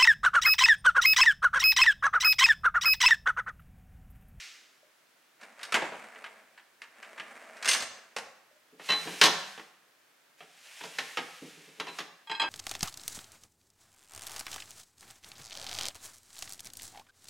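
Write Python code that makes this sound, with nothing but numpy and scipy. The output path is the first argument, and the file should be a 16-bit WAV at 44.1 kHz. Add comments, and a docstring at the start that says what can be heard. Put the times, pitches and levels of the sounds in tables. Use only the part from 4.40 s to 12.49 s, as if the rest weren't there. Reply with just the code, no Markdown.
"""A soft hiss fades as a hand reaches in; then the hand rolls the lower wire rack of a small dishwasher out and back.
Its plastic wheels rumble, its wires knock, and cutlery jingles as it climbs back into the tub.
The upper rack slides out on hissing runners, slams on its front stop and is pushed home; a glass bowl, then cups
chatter on its wires. Knocks are noisy cracks with damped partials, dishes ring in modes, sliding is filtered noise.
The steel tub and a tiled kitchen ring after every blow, over a quiet room tone."""
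import sys
import numpy as np
from scipy import signal
from scipy.fft import rfft, irfft
from scipy.io import wavfile

SR = 44100
rng = np.random.default_rng(int(sys.argv[2]) if len(sys.argv) > 2 else 0)


def master_out(mix):
    """Clip the mix to full scale and print it as 16-bit PCM to the path in sys.argv[1]."""
    frames = np.transpose(np.atleast_2d(mix))
    ceiling = np.clip(frames, -1, 1)
    pcm = np.round(ceiling * 32767).astype(np.int16)
    wavfile.write(sys.argv[1], SR, pcm)


N = 356769
TIME = np.arange(N) / SR
RING = TIME[:SR]  # one second, for decays
TOP_HZ = 15900  # upper edge of the sound


def amp(db):
    """Decibels to gain."""
    return 10 ** (np.asarray(db) / 20)


def unit(x):
    """Scale to rms 1."""
    return x / np.sqrt(np.mean(x ** 2))


def fade(t60):
    """One second of exponential decay, falling 60 dB in t60 seconds."""
    return np.exp(-np.log(1000) * RING / max(t60, 1 / SR))


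def add(track, s, sound):
    """Mix a sound into a track from time s on."""
    start = int(s * SR)
    track[start:start + len(sound)] += sound[:N - start]


def band(x, lo_hz, hi_hz):
    """Causal band-pass."""
    edges = [lo_hz, min(hi_hz, SR / 2 - 1)]
    return signal.sosfilt(signal.butter(3, edges, "band", fs=SR, output="sos"), x)


def colour(x, points):
    """Causal minimum-phase filter through (Hz, dB) points, from the folded cepstrum."""
    hz, db = np.transpose(points)
    size = 2 ** 11
    log_hz = np.log(np.fft.rfftfreq(size, 1 / SR) + 1)
    gain = amp(np.interp(log_hz, np.log(hz), db))
    cepstrum = irfft(np.log(gain))[:size // 2]
    cepstrum[1:] *= 2
    impulse = irfft(np.exp(rfft(cepstrum, size)))
    return signal.oaconvolve(x, impulse)[:len(x)]


# Colour of the opening hiss. Each row: frequency in Hz, gain in dB.
HISS_COLOUR = [(180, -64), (300, -30), (616, -23), (750, -11), (991, -17), (1290, -4), (2140, 5),
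               (6300, -1.5), (15000, -26)]


def reaching_hiss():
    """Soft filtered noise that fades steadily as the hand reaches in."""
    start_db, fade_db_per_s = -43.5, 74.5
    noise = unit(colour(rng.standard_normal(N), HISS_COLOUR))
    return amp(start_db - fade_db_per_s * TIME) * noise


# Colour of the quiet room. Each row: frequency in Hz, gain in dB.
ROOM_COLOUR = [(18, -50.5), (30, -11.5), (92, -32), (120, -9), (202, -8.5), (277, -3), (492, -2.5),
               (639, -1), (874, -4), (1550, 0), (3980, -7.5), (7650, -12), (15500, -16)]


def room_tone(level_db):
    """Steady filtered noise of the quiet room."""
    return amp(level_db) * unit(colour(rng.standard_normal(N), ROOM_COLOUR))


# Reverberation of tub and kitchen. Each row: frequency in Hz, 60 dB decay time in seconds, level in dB.
TUB = [(60, 0.3, -3.5), (200, 0.65, -6.5), (458, 0.25, -6), (970, 0.89, -5), (2200, 0.54, -11.5),
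       (4500, 0.83, -9.5), (9000, 0.17, -8.5), (16000, 0.63, -9)]


def tub_tail():
    """Diffuse reverberation: noise that swells and decays, octave by octave, each with its own decay time."""
    hz, t60, db = np.transpose(TUB)
    tail = 0
    for centre in 45 * 2. ** np.arange(9):
        octave_t60 = np.interp(np.log(centre), np.log(hz), t60)
        octave_db = np.interp(np.log(centre), np.log(hz), db)
        decay = fade(octave_t60) * (1 - fade(0.046))
        echoes = rng.standard_normal(SR) * decay / np.linalg.norm(decay)
        tail = tail + amp(octave_db) * band(echoes, centre / np.sqrt(2), centre * np.sqrt(2))
    return tail


def strike(hits, modes):
    """Each hit rings the object's modes; where it lands changes their mix, and the contact detunes them a little."""
    hz, db, t60 = np.transpose(modes)
    length = SR // 2
    swell = 1 - fade(0.0067)
    decays = np.array([fade(t) * swell for t in t60])[:, :length]
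    out = np.zeros(N)
    for s, hit_db, *_ in hits:
        place, contact, sign = rng.standard_normal((3, len(hz)))
        mix = amp(db + 2 * place) * np.sign(sign)
        detuned_hz = hz * (1 + .003 * contact)
        waves = np.cos(2 * np.pi * np.outer(detuned_hz, RING[:length])) * decays
        add(out, s, amp(hit_db) * mix / np.linalg.norm(mix) @ waves)
    return band(out, 110, TOP_HZ)


# Faint, dull blips in the pauses. Each row: start in seconds, level in dB.
BLIPS = [(.43, -55.5), (4.112, -57.5), (4.16, -60)]
# Ringing of a blip. Each row: frequency in Hz, relative level in dB, 60 dB decay time in seconds.
BLIP_MODES = [(560, -11, .08), (610, -6, 0.134)]


def blips():
    """Faint, dull blips made of a few short modes."""
    return strike(BLIPS, BLIP_MODES)


def sliding(strokes, power):
    """Gain of a sliding noise: in each stroke the rack speeds up evenly, runs on and slows to rest."""
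    gain = np.zeros(N)
    for start, rise, steady, fall, db in strokes:
        corners = start + np.cumsum([0, rise, steady, fall])
        speed = np.interp(TIME, corners, [0, 1, 1, 0])
        gain += amp(db) * speed ** power
    return gain


def friction(points, rate, waver_db, waver_rate):
    """Tiny slips of uneven size, rate per second on average; the hand's pressure wavers."""
    slips = (rng.random(N) < rate / SR) * rng.standard_normal(N)
    pressure = np.interp(TIME * waver_rate, np.arange(SR), rng.standard_normal(SR))
    return unit(colour(slips, points) * amp(waver_db * pressure))


# What each bounce loses. One row: clack loss in dB, thud loss in dB, tick loss in dB.
CHATTER_LOSS_DB = (3, -0.1, 6.0)


def contacts(knocks, skew_s, count=3):
    """One side lands, then the other, skew_s later; a heavy landing bounces on, losing clack and most of all tick."""
    chatter_above_db, gap_s = -27.5, .008  # clack that starts the bouncing, mean time between bounces
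    hits = []
    for (s, *near_db, far_db), chance in zip(knocks, rng.uniform(-1, 1, (len(knocks), count))):
        landing_db = np.add(near_db, far_db)
        hits += [(s, *near_db), (s + skew_s, *landing_db)]
        if landing_db[0] > chatter_above_db:
            bounces = s + skew_s + np.cumsum(gap_s * (1 + .2 * chance))
            for k, at in enumerate(bounces):
                hits.append((at, *(landing_db - np.multiply(CHATTER_LOSS_DB, k + 1))))
    return hits


def wire_modes(length, spacing_hz):
    """Steady partials at random frequencies, spacing_hz apart on average."""
    present = rng.random(length // 2 + 1) < SR / length / spacing_hz
    phases = np.exp(2j * np.pi * rng.random(len(present)))
    return unit(irfft(present * phases, length))


def clatter(knocks, points, t60s, trims_db, crack_db, crack_t60, rise, spacing_hz, lowest_hz, low_hz, high_hz):
    """A knock is a short noisy crack, then the quickly damped partials of the welded wires it reaches."""
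    out = np.zeros(N)
    bands = [(low_hz, high_hz), (lowest_hz, low_hz), (high_hz, TOP_HZ)]  # clack, thud, tick
    length, level_window = SR // 4, SR // 100  # a knock's energy is levelled as if it filled the window
    swell = 1 - fade(rise)[:length]  # the blow takes a moment to spread through the rack
    for s, *levels_db in knocks:
        partials = wire_modes(length, spacing_hz)
        crack = amp(crack_db) * rng.standard_normal(length) * fade(crack_t60)[:length]
        for edges, t60, db, trim_db in zip(bands, t60s, levels_db, trims_db):
            blow = swell * (crack + partials * fade(t60)[:length])
            wires = band(colour(blow, points), *edges)
            add(out, s, amp(db + trim_db) * wires / np.sqrt(np.sum(wires ** 2) / level_window))
    return out


def hard_blows(knocks, full_db, steepness):
    """Light knocks stay near the contact; only hard ones set the whole frame ringing."""
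    return [(s, db + steepness * min(db - full_db, 0)) for s, db, *_ in knocks]


# The lower rack is gripped, drops onto the door, rolls out and back, climbs into the tub and meets the back stop.
# Each row: start in seconds, clack, thud and tick levels in dB before trims, far side's landing in dB
# relative to the first.
LOWER_KNOCKS = [ (1.012, -44.5, -69, -54, 3.5), (1.192, -40.5, -63, -53, 1),
                (1.2305, -32.5, -58, -34.5, -8), (1.322, -20.5, -36.5, -31, 6.5),
                (1.42, -26, -27, -46, -5.5), (1.52, -37, -37, -61, -5), (1.758, -40, -51, -65, -17),
                (1.841, -31.5, -61, -49.5, -5.5), (2.176, -42.5, -72, -59, -5.5),
                (2.418, -35, -61, -47.5, -9), (2.627, -36, -53, -50, -7), (2.778, -34.5, -50, -52.5, 5.5),
                (3.168, -42, -64, -51, -9), (3.2255, -29.5, -53.5, -35.5, 2), (3.256, -22.5, -42, -26, 0),
                (3.2885, -21, -44, -18.5, -14), (3.312, -24, -42, -19.5, -2), (3.348, -21.5, -40, -28, -8),
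                (3.403, -31, -39, -33.5, 1.5), (3.764, -25, -31.5, -32.5, -5)]
# Ringing of the lower frame. Each row: frequency in Hz, relative level in dB, 60 dB decay time in seconds.
LOWER_MODES = [(230, -11, .2), (395, -5, .2), (500, -5, .2), (655, 0, .22), (740, -3, .2), (955, -5, .18),
               (1171, -3, .2), (1580, -3, .2), (1730, 0, .22), (2000, -4, .2), (2153, -5, .22),
               (2550, -3, .22), (2790, -3, .2)]
# Colour of the lower knocks. Each row: frequency in Hz, gain in dB.
LOWER_COLOUR = [(40, -37.5), (130, -24), (225, -15.5), (290, -16.5), (650, -7.5), (900, 4), (1700, 11.5),
                (2800, 4.5), (3600, -2), (6000, -7.5), (8400, -10.5), (11000, -21), (15500, -34)]
# Colour of the rolling wheels. Each row: frequency in Hz, gain in dB.
ROLL_COLOUR = [(50, -36), (145, -28), (225, 0.5), (300, -9), (410, -5), (520, -0.5), (660, 5), (860, -2),
               (1700, 1.5), (2300, 0.5), (3400, -14), (5500, -18), (8600, -16.5), (15500, -38)]
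# Strokes of the hand on the lower rack. Each row: start in seconds, speeding up, steady and slowing times
# in seconds, rumble in dB at full speed before the wheels are mixed.
LOWER_STROKES = [(0.979, 0.05, .01, .12, -52), (.95, 0.44, .06, 0.96, -46.5), (2.31, .4, 0.68, 0.49, -50.5),
                 (3.76, .05, .03, 0.18, -55)]


def lower_rack():
    """Plastic wheels rumble over steel, louder with speed; the askew rack knocks and its frame rings."""
    hits = contacts(LOWER_KNOCKS, skew_s=.02)
    knocks = clatter(hits, LOWER_COLOUR, t60s=(.1, .13, .085), trims_db=(-6, -3, -3), crack_db=-2.5,
                     crack_t60=0.033, rise=0.0016, spacing_hz=50.47, lowest_hz=35, low_hz=587, high_hz=3540)
    ring = amp(-15.5) * strike(hard_blows(hits, full_db=-19.0, steepness=0.44), LOWER_MODES)
    # the wheels on either side each meet their own grit
    wheels = sum(friction(ROLL_COLOUR, rate=1200, waver_db=2.5, waver_rate=50) for _ in range(2))
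    coarse_grains = amp(-8) * friction(ROLL_COLOUR, rate=64, waver_db=1.5, waver_rate=11)
    rumble = amp(-4.5) * sliding(LOWER_STROKES, power=1.76) * (wheels + coarse_grains)
    return knocks + ring + rumble


# Cutlery jumping in its basket. Each row: start in seconds, level in dB.
CUTLERY_HITS = [(3.283, -17), (3.290, -25.5), (3.312, -29), (3.333, -35), (3.403, -46)]
# Ringing of the cutlery. Each row: frequency in Hz, relative level in dB, 60 dB decay time in seconds.
CUTLERY_MODES = [(2078, -8, .2), (2771, 0, .18), (2850, -4, .16), (4400, -9, .3), (4748, -9, .25),
                 (5324, -9, .2), (6115, -5, .22), (6280, -4, .26), (6400, -5, .14), (8339, -14, .3),
                 (8550, -12, .22), (9128, -5, .22), (10680, -14, .13), (11130, -12, .15)]


def cutlery():
    """Cutlery in the lower rack jingles in bright modes."""
    return strike(CUTLERY_HITS, CUTLERY_MODES)


# The upper wheels ride over joints in the runners. 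Each row: start in seconds, push in dB before the final lift.
WHEEL_BUMPS = [(4.322, -55.5), (4.655, -36), (4.72, -44), (7.017, -40), (7.17, -52), (7.271, -50.5),
               (7.377, -48)]
# Colour of the upper frame under its wheels. Each row: frequency in Hz, gain in dB.
FRAME_COLOUR = [(50, -47.5), (125, -21.5), (172, 0.5), (230, -9.5), (290, 1), (350, -10.5), (415, 3.5),
                (550, -11.5), (900, -21), (3000, -51), (15000, -77.5)]


def wheel_bumps(knocks):
    """Joints under the wheels and knocks each give the upper frame a soft push that makes it rumble briefly."""
    knock_push_db = -10.5  # relative to the listed thud
    knock_pushes = [(s, thud_db + knock_push_db) for s, _, thud_db, *_ in knocks]
    push = np.zeros(N)
    for s, db in WHEEL_BUMPS + knock_pushes:
        add(push, s, amp(db) * fade(0.19) * (1 - fade(0.11)))
    return amp(3.5) * push * unit(colour(rng.standard_normal(N), FRAME_COLOUR))


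# The upper rack is pulled free, slams on the front stop, is pushed back and settles home.
# Each row: start in seconds, clack, thud and tick levels in dB before trims, far side's landing in dB
# relative to the first.
UPPER_KNOCKS = [ (4.3953, -39, -42.5, -64, -9), (4.4903, -24, -31, -35, -23),
                (4.5015, -21, -33.5, -30.5, -2), (4.672, -31.5, -36, -52, -7.5), (4.813, -7, -21, -11, -9),
                (4.8365, -12.5, -21.5, -11.5, -3.5), (5.176, -37.5, -42.5, -52.5, 1),
                (6.0045, -40.5, -45, -68.5, -7.5), (6.408, -34.5, -42, -60, -18),
                (6.4363, -35.5, -38, -40.5, -5), (6.5845, -20.5, -35.5, -29, -12),
                (6.771, -20, -28.5, -34, -9.5), (7.398, -24.5, -35, -32.5, -16),
                (7.4684, -34, -38, -45, -2.5), (7.5855, -27, -35.5, -33.5, -4),
                (7.896, -30.5, -39.5, -47, 2), (8.0, -27, -35.5, -46.5, 2)]
# Ringing of the upper frame. 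Each row: frequency in Hz, relative level in dB, 60 dB decay time in seconds.
UPPER_MODES = [(181, -15.5, .25), (410, -4.5, 0.15), (736, 0.5, 0.17), (1038, -4.5, 0.23),
               (1099, 0.5, 0.26), (1540, 3, 0.086), (1760, -6.5, 0.25), (2462, -5.5, 0.18), (2970, -2, .18),
               (3390, -3, 0.21), (4140, -13.5, 0.36), (4210, -7, 0.2), (5092, -14.5, 0.37),
               (5630, -11, 0.22), (6390, -23.5, 0.16), (7000, -19, 0.18)]
# Colour of the upper knocks. Each row: frequency in Hz, gain in dB.
UPPER_COLOUR = [(40, -51.5), (90, -26.5), (130, -15), (172, -10.5), (240, -9), (420, -2), (540, -5),
                (760, 0.5), (1080, 4.5), (1700, 9.5), (3100, 5), (4200, -4), (6200, -9), (8000, -19.5),
                (10500, -22), (15500, -36.5)]
# Colour of the gliding runners. Each row: frequency in Hz, gain in dB.
GLIDE_COLOUR = [(100, -33.5), (300, -23.5), (600, -4.5), (1100, -4), (1700, 2), (2600, 5.5), (4000, -0.5),
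                (6000, -2), (9000, -6), (12000, -11.5), (15500, -21.5)]
# Strokes on the upper rack. Each row: start in seconds, speeding up, steady and slowing times in seconds,
# hiss in dB at full speed.
UPPER_STROKES = [(4.37, 0.1, 0.32, 0.62, -44.5), (5.96, 0.033, .02, 0.17, -62.5),
                 (5.98, .44, 0.2, 1.35, -49), (7.4, 0.17, .02, 0.11, -54)]


def upper_rack():
    """The runners hiss, louder with speed, the wheels bump, and the frame rings when it meets a stop."""
    hits = contacts(UPPER_KNOCKS, skew_s=.017)
    knocks = clatter(hits, UPPER_COLOUR, t60s=(.11, .12, .08), trims_db=(-6, -4, -4), crack_db=-2,
                     crack_t60=0.06, rise=.005, spacing_hz=75, lowest_hz=134.0, low_hz=926, high_hz=3970)
    ring = amp(-12.0) * strike(hard_blows(hits, full_db=-11.0, steepness=1.0), UPPER_MODES)
    slips = friction(GLIDE_COLOUR, rate=18000, waver_db=1.0, waver_rate=35)
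    runners = sliding(UPPER_STROKES, power=1.5) * slips
    return knocks + ring + wheel_bumps(UPPER_KNOCKS) + runners


# The glass bowl tapping the wires. Each row: start in seconds, level in dB.
BOWL_HITS = [(4.488, -24), (4.501, -18.5), (4.512, -32), (4.815, -17), (6.586, -36), (7.479, -36)]
# Ringing of the bowl. Each row: frequency in Hz, relative level in dB, 60 dB decay time in seconds.
BOWL_MODES = [(436, -11.5, 0.14), (797, -14.5, .1), (1064, -2.5, 0.24), (1880, -8, .13), (2105, -11, .13),
              (2686, 6, .09), (3022, 2.5, 0.088), (3550, -9, 0.093), (4020, 2, 0.31), (4140, -16.5, 0.35),
              (4220, -4, 0.13), (5040, -24, .15), (6070, -20, .1), (7590, -20, 0.15)]


def glass_bowl():
    """A glass bowl on the upper rack rings as it taps the wires."""
    return strike(BOWL_HITS, BOWL_MODES)


# The cups rocking. Each row: start in seconds, level in dB.
CUP_HITS = [(7.872, -38.5), (7.897, -31), (7.913, -26), (7.948, -28), (7.997, -17.5), (8.015, -20.5)]
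# Ringing of the cups. Each row: frequency in Hz, relative level in dB, 60 dB decay time in seconds.
CUP_MODES = [(830, -19, 0.17), (900, 4, 0.21), (1190, -1.5, 0.11), (1593, -4, 0.54), (1900, -3, 0.1),
             (2170, -9.5, 0.16), (2480, 0.5, 0.11), (2594, -5, 0.38), (3262, 8, 0.085), (3222, 7.5, 0.047),
             (3440, -20, .08), (4060, 2, 0.12), (3900, -8, 0.1), (4950, -6, 0.14), (6700, -17.5, 0.097),
             (7710, -12.5, 0.11), (7570, -28, 0.15), (10260, -23, 0.089)]


def cups():
    """Cups rock and chatter on the upper rack."""
    return strike(CUP_HITS, CUP_MODES)


def scene():
    """All sources in the tub, heard by two closely spaced microphones."""
    dry = reaching_hiss() + blips() + lower_rack() + cutlery() + upper_rack() + glass_bowl() + cups()
    mid = dry + signal.fftconvolve(dry, tub_tail())[:N]
    # sideways reflections differ between the microphones, though hardly in the bass
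    side_colour = [(120, -30.0), (450, -11.5), (4000, -5.5), (12000, -8.0)]
    side = colour(signal.fftconvolve(dry, tub_tail())[:N], side_colour)
    mid = mid + room_tone(level_db=-66)
    side = side + room_tone(level_db=-70)
    left = amp(-.5) * (mid + side)
    right = mid - side
    return np.array([left, right])


def record(dry):
    """A steep low-pass cuts the top."""
    return signal.sosfilt(signal.ellip(10, .2, 70, TOP_HZ, fs=SR, output="sos"), dry)


dry = scene()
out = record(dry)
master_out(out)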